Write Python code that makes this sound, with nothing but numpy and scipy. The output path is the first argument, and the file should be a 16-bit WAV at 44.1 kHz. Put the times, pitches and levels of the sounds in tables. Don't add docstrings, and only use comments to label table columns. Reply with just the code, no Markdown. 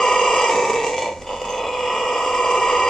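import sys
import numpy as np
from scipy import signal
from scipy.fft import rfft, irfft
from scipy.io import wavfile
from scipy.ndimage import uniform_filter1d

SR = 44100
rng = np.random.default_rng(int(sys.argv[2]) if len(sys.argv) > 2 else 0)


def pcm_store(signal):
    levels = np.round(np.clip(np.atleast_2d(signal), -1, 1) * 32767)
    wavfile.write(sys.argv[1], SR, levels.astype(np.int16).T)


N = 127449
T = np.arange(N) / SR

# time_s, rate_pulses_per_s, air_share (power share of rushing air, 0-1)
FOLDS = [(0, 420, 0.24), (.47, 380, 0.24), (.56, 170, 0.21), (1.05, 105, .2), (1.42, 90, 0.19),
         (1.6, 108, 0.33), (1.9, 160, 0.13), (2.15, 330, 0.32), (2.89, 395, 0.27)]
# time_s (end of the rise), push_db
HEAVES = [(.505, 3.2), (.521, 5), (0.558, 6.5), (0.611, 4), (0.644, 2), (0.676, 4), (0.697, 5), (.732, 9),
          (.756, 4), (.838, 5.5), (.866, 4), (0.942, 5.2), (0.981, 7), (1.022, 6), (1.219, 5), (1.266, 4),
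          (1.416, 5), (1.441, 3.5)]
# time_s, bass_db, middle_db, treble_db
LEVELS = [(0, -16.5, -24.5, -35.5), (0.2, -16.5, -24, -35), (0.45, -17.5, -23.5, -32),
          (0.56, -17.0, -27.5, -34.5), (0.74, -19.5, -29.5, -36.5), (0.8, -21, -28.5, -40.5),
          (0.86, -20.5, -30, -35.5), (0.93, -24.5, -32, -39.5), (1.02, -22.5, -30, -37),
          (1.09, -23, -35, -46.5), (1.14, -34, -46, -52), (1.205, -45, -50.5, -52), (1.225, -38, -43, -49),
          (1.258, -35.5, -49, -53), (1.272, -33, -38, -47.5), (1.31, -23.5, -37, -47),
          (1.385, -31.5, -39.5, -47.5), (1.44, -26.5, -36.5, -43.5), (1.63, -24, -32, -48.5),
          (1.72, -25.0, -31.5, -46.5), (1.92, -22.0, -28.5, -43.5), (2.3, -20.5, -29, -39.5),
          (2.5, -18.0, -27.0, -38.5), (2.89, -18.0, -25, -38)]


def amp(db):
    return 10 ** (np.asarray(db) / 20)


def evened(x):
    return x / np.sqrt(np.mean(x ** 2) + 1e-20)


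def curve(rows, axis=1):
    rows = np.array(rows)
    return np.interp(T, rows[:, 0], rows[:, axis])


def read(rows, hz, axis=1):
    rows = np.array(rows)
    return np.interp(np.log(hz + 1), np.log(rows[:, 0] + 1), rows[:, axis])


def drift(hz):
    rates = np.fft.rfftfreq(N, 1 / SR)
    spectrum = rfft(rng.standard_normal(N)) / (1 + (rates / hz) ** 2)
    return evened(irfft(spectrum, N))


def colour(x, rows, axis=1, size=4096):
    hz = abs(np.fft.fftfreq(size, 1 / SR))
    log_gain = np.log(amp(read(rows, hz, axis=axis)))
    taps = np.fft.ifft(np.exp(np.conj(signal.hilbert(log_gain)))).real
    return signal.oaconvolve(x, taps[:size // 2])[:N]


def resonate(x, hz, width):
    turn = np.exp(2j * np.pi * np.cumsum(hz * np.ones(N)) / SR)
    r = np.exp(-np.pi * abs(width) / SR)
    envelope = signal.lfilter([1 - r], [1, -r], x / turn + 1e-18)
    return 2 * (turn * envelope).real


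def whistle(hz, width):
    once = resonate(rng.standard_normal(N), hz, width)
    return evened(resonate(once, hz, width))


def background():
    # frequency_hz, level_db
    floor_colour = [(20, -9), (40, -11.5), (60, -10.5), (120, -11.5), (250, -7), (600, -11), (1500, -24),
                    (4000, -29), (9000, -31.5), (14000, -61)]
    # frequency_hz, width_hz, level_db
    hum_tones = [(38.9, 4.9, -52.5), (81.2, 7.9, -53.5)]
    shared_level_db = -43.5
    both, left, right = (evened(colour(rng.standard_normal(N), floor_colour)) for _ in range(3))
    rumble = amp(shared_level_db) * (both + 0.22 * np.array([left, right]))
    hum = sum(amp(db) * whistle(hz, width) for hz, width, db in hum_tones)
    return rumble + hum * amp([[-2], [1.5]])


def squeak():
    start_s, rise_s, t60_s = 1.487, 0.01179, 0.4
    pitch_hz, width_hz, octave_db = 6280, 190, -27.5
    age = np.maximum(T - start_s, 0)
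    tone = whistle(pitch_hz, width_hz) + amp(octave_db) * whistle(2 * pitch_hz, 2 * width_hz)
    fade = amp(-31.5 - 60 * age / t60_s)
    return tone * np.minimum(age / rise_s, 1) * fade * amp([[-5], [0]])


def echoes(x, t60_rows, size=16384):
    hz, t, z = signal.stft(rng.standard_normal(size), SR, nperseg=128)
    decay = amp(-60 * t / read(t60_rows, hz)[:, None])
    tail = signal.istft(z * decay, SR, nperseg=128)[1]
    return signal.oaconvolve(x, tail / np.linalg.norm(tail))[:N]


def heaves():
    rise_s, fade_s = 0.002237, 0.010903
    push_db = np.zeros(N)
    for time_s, db in HEAVES:
        age = np.maximum(T - time_s + rise_s, 0)
        push_db += db * np.minimum(age / rise_s, 1) * np.exp(-(age / fade_s) ** 2)
    return amp(push_db)


def slap_times(gap):
    jitter = .17
    cycles = np.cumsum(curve(FOLDS, axis=1)) / SR
    beats = np.cumsum(np.exp(jitter * gap - jitter ** 2 / 2))
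    for time_s, _ in HEAVES:
        now = np.interp(time_s, T, cycles)
        nearest = np.argmin(abs(beats - now))
        beats[nearest:] += now - beats[nearest]
    return np.searchsorted(cycles, beats)


def scatter(x):
    # delay_s, strength (0-1)
    reflections = [(.0017, 0.26), (.0043, 0.36), (.0097, 0.24)]
    for delay, g in reflections:
        lag = np.exp(-2j * np.pi * np.fft.rfftfreq(N, 1 / SR) * delay)
        x = irfft(rfft(x) * (lag + g) / (1 + g * lag), N)
    return x


def folds():
    shimmer_db, puff_shimmer_db = 1.9, 3.5
    puff_s, steady_air, slap_hz = .0008, .15, 3158
    rate, air = curve(FOLDS, axis=1), curve(FOLDS, axis=2)
    gap, size = rng.standard_normal((2, 2000))
    at = slap_times(gap)
    bounded_size = np.tanh(size / 2) * 2
    slaps, spurts = (np.bincount(at, amp(db * bounded_size), N + 1)[:N] / np.sqrt(rate)
                     for db in (shimmer_db, puff_shimmer_db))
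    age = T[:1000] / puff_s
    opening = evened(signal.oaconvolve(spurts, age * np.exp(-age))[:N])
    puffs = evened((opening + steady_air) * rng.standard_normal(N))
    softness = np.exp(-2 * np.pi * slap_hz / SR)
    soft_slaps = signal.lfilter([1 - softness], [1, -softness], evened(slaps - slaps.mean()))
    flutter = amp(1.1203 * drift(60))
    return (np.sqrt(1 - air) * scatter(soft_slaps) + np.sqrt(air) * puffs) * flutter


def throat_sac(x):
    # time_s, first_hz, second_hz
    formants = [(0, 510, 1025), (0.2, 510, 1005), (0.4, 505, 972), (0.55, 476, 945), (0.72, 460, 932),
                (0.88, 480, 930), (1.05, 538, 920), (1.33, 518, 955), (1.7, 508, 968), (2.1, 501, 980),
                (2.5, 507, 996), (2.89, 503, 1003)]
    # width_hz, lift_db (before evening), wobble_hz (rms at full effort)
    formant_rings = [(37.8, 20, 8.7), (37.5, 19.5, 16)]
    wobble_rate_hz, ring_s, evening = 26, .02, 0.26
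    effort = amp(curve(LEVELS, axis=1))
    for k, (width, lift_db, wobble_hz) in enumerate(formant_rings):
        tremble = wobble_hz * effort / effort.max() * drift(wobble_rate_hz)
        ring = resonate(x, curve(formants, axis=k + 1) + tremble, width)
        power = abs(uniform_filter1d(evened(ring) ** 2, int(ring_s * SR) + 1)) + 1e-6
        x = x + (amp(lift_db) - 1) * ring / power ** (evening / 2)
    return x


def mouth(x, broad, peaks, shape):
    x = colour(x, broad)
    for hz0, hz1, width, *lifts_db in peaks:
        lift_db = np.interp(shape, np.linspace(0, 1, len(lifts_db)), lifts_db)
        x = x + (amp(lift_db) - 1) * resonate(x, hz0 + (hz1 - hz0) * shape, width)
    return evened(x)


def monkey(size=2601):
    # time_s, opening (0 narrow - 1 wide)
    mouth_opening = [(0, 0.98), (.5, .97), (1.3, 0), (1.48, 0.096), (1.63, 0.32), (1.87, 0.58), (2.15, .7),
                     (2.45, 0.87), (2.89, 1)]
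    # narrow_hz, wide_hz, width_hz,
    # then lift_db with the mouth narrow, a third open, two thirds open, wide
    roar_peaks = [(1282, 1231, 64, 10, 12, 18, 17), (1948, 1897, 39, 13, 14, 22, 23.5),
                  (2570, 2330, 44, 9, 22, 18.5, 16.5), (2946, 2812, 58, 16, 11, 22, 19),
                  (3474, 3229, 56, 14, 17, 15.5, 11.5), (4060, 3989, 61, 2.5, 20, 7, 15),
                  (4250, 4420, 230, 0, -2, -10, -20), (4567.6, 4815, 49, 27.5, 14, 17, 28.5),
                  (5080, 5290, 143, 9, 15.5, 17.5, 9), (5420, 5750, 93, 4, 5, 7, 16),
                  (6620, 6580, 44, 19.5, 5, 13.955, 20.5), (7136.5, 7510, 116.9, 7.5, 12, 12.5, 14),
                  (7843, 8272.1, 160, 4, 4, 8.5, 13), (9400, 9636, 126.6, 5, 10, 15.66, 18.5),
                  (11329, 11291, 100, 0.5, 7.7, 13, 8)]
    # frequency_hz, level_db
    roar_colour = [(90, -40.5), (200, -12), (310, -9.5), (440, -2.5), (600, -4.5), (800, -1.5), (1100, -5),
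                   (1290, -11.5), (1450, -21.5), (1680, -22.5), (2100, -8), (2800, -6.5), (3500, -16),
                   (4400, -30.5), (5200, -18.5), (7000, -13.5), (8400, -18), (9100, -36), (14000, -43)]
    # time_s, shape (0 start shape - 1 end shape)
    jaw_shape = [(.5, 0.12), (.72, 0.14234), (.9, 0.62), (1.02, 0.98), (1.2, 0.86)]
    # start_hz, end_hz, width_hz, start_lift_db, end_lift_db
    rasp_peaks = [(1180, 1180, 115, 12.5, -2.5), (1846.7, 1959.3, 41, 22, 15), (2298, 2327, 51.4, 15, 18.5),
                  (2536.8, 2930, 39, 14, 13), (3130, 3470, 62, 3, 13.5), (3790, 4240, 114, 8.5, 15),
                  (4820, 4400, 86.8, 9, 10)]
    # frequency_hz, level_db
    rasp_colour = [(60, -23), (110, -11), (165, -14), (300, -6.5), (410, -4), (650, -6), (850, -4.5),
                   (1200, -10.5), (1380, -23), (1650, -20.5), (2100, -8.5), (2700, -7), (3600, -16.5),
                   (4400, -24), (5600, -12.5), (7000, -8), (8500, -22), (10500, -38.5), (14000, -52.5)]
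    band_trim = [-0.74, 0.27, -0.7129]
    rasp_from_s, rasp_to_s, turn_s = .505, 1.215, .025

    drive = throat_sac(folds() * heaves())
    rasp = np.clip(np.minimum(T - rasp_from_s, rasp_to_s - T) / turn_s + .5, 0, 1)
    roar_voice = mouth(drive, roar_colour, roar_peaks, curve(mouth_opening))
    rasp_voice = mouth(drive, rasp_colour, rasp_peaks, curve(jaw_shape))
    voice = np.sqrt(1 - rasp) * roar_voice + np.sqrt(rasp) * rasp_voice
    low, below_treble = (signal.sosfiltfilt(signal.butter(6, hz, fs=SR, output="sos"), voice)
                         for hz in (1550, 4300))
    out = np.zeros(N)
    for k, band in enumerate([low, below_treble - low, voice - below_treble]):
        power = uniform_filter1d(uniform_filter1d(band ** 2, size), size // 2)
        level = amp(curve(LEVELS, axis=k + 1) + band_trim[k])
        out += band / np.sqrt(abs(power) + 1e-12) * level
    return out


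def scene():
    # frequency_hz, t60_s
    room_t60 = [(200, 1.1), (1000, 0.23), (4000, 0.1643), (12000, 0.04)]
    # frequency_hz, level_db
    room_level = [(200, -16), (1000, -13), (3000, -9), (8000, -8)]
    # frequency_hz, t60_s
    side_t60 = [(200, .14), (2000, 0.20844), (8000, 0.13)]
    # frequency_hz, level_db
    side_level = [(250, -28), (600, -20), (1200, -17.5), (2500, -10.5), (5000, -4.5), (8000, 6.5)]
    voice = monkey()
    mid = voice + colour(echoes(voice, room_t60), room_level)
    side = colour(echoes(voice, side_t60), side_level)
    return np.array([mid + side, mid - side]) + squeak() + background()


def record(dry):
    # frequency_hz, left_db, right_db
    mic_colour = [(100, -0.8, 1.5), (944, -.5, 0), (2970, -1.9, -1.77), (5100, 0.5, 2.5), (6444, -4.5, 1),
                  (7760, 0.5, -7), (8500, 0, -10.5), (12200, 4.5, -8.5)]
    edge_hz = 14200
    heard = np.array([colour(dry[k], mic_colour, axis=k + 1) for k in range(2)])
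    low_pass = signal.firwin(511, edge_hz, window=("kaiser", 9), fs=SR)
    return signal.oaconvolve(heard, low_pass[None], "same")


dry = scene()
out = record(dry)
pcm_store(out)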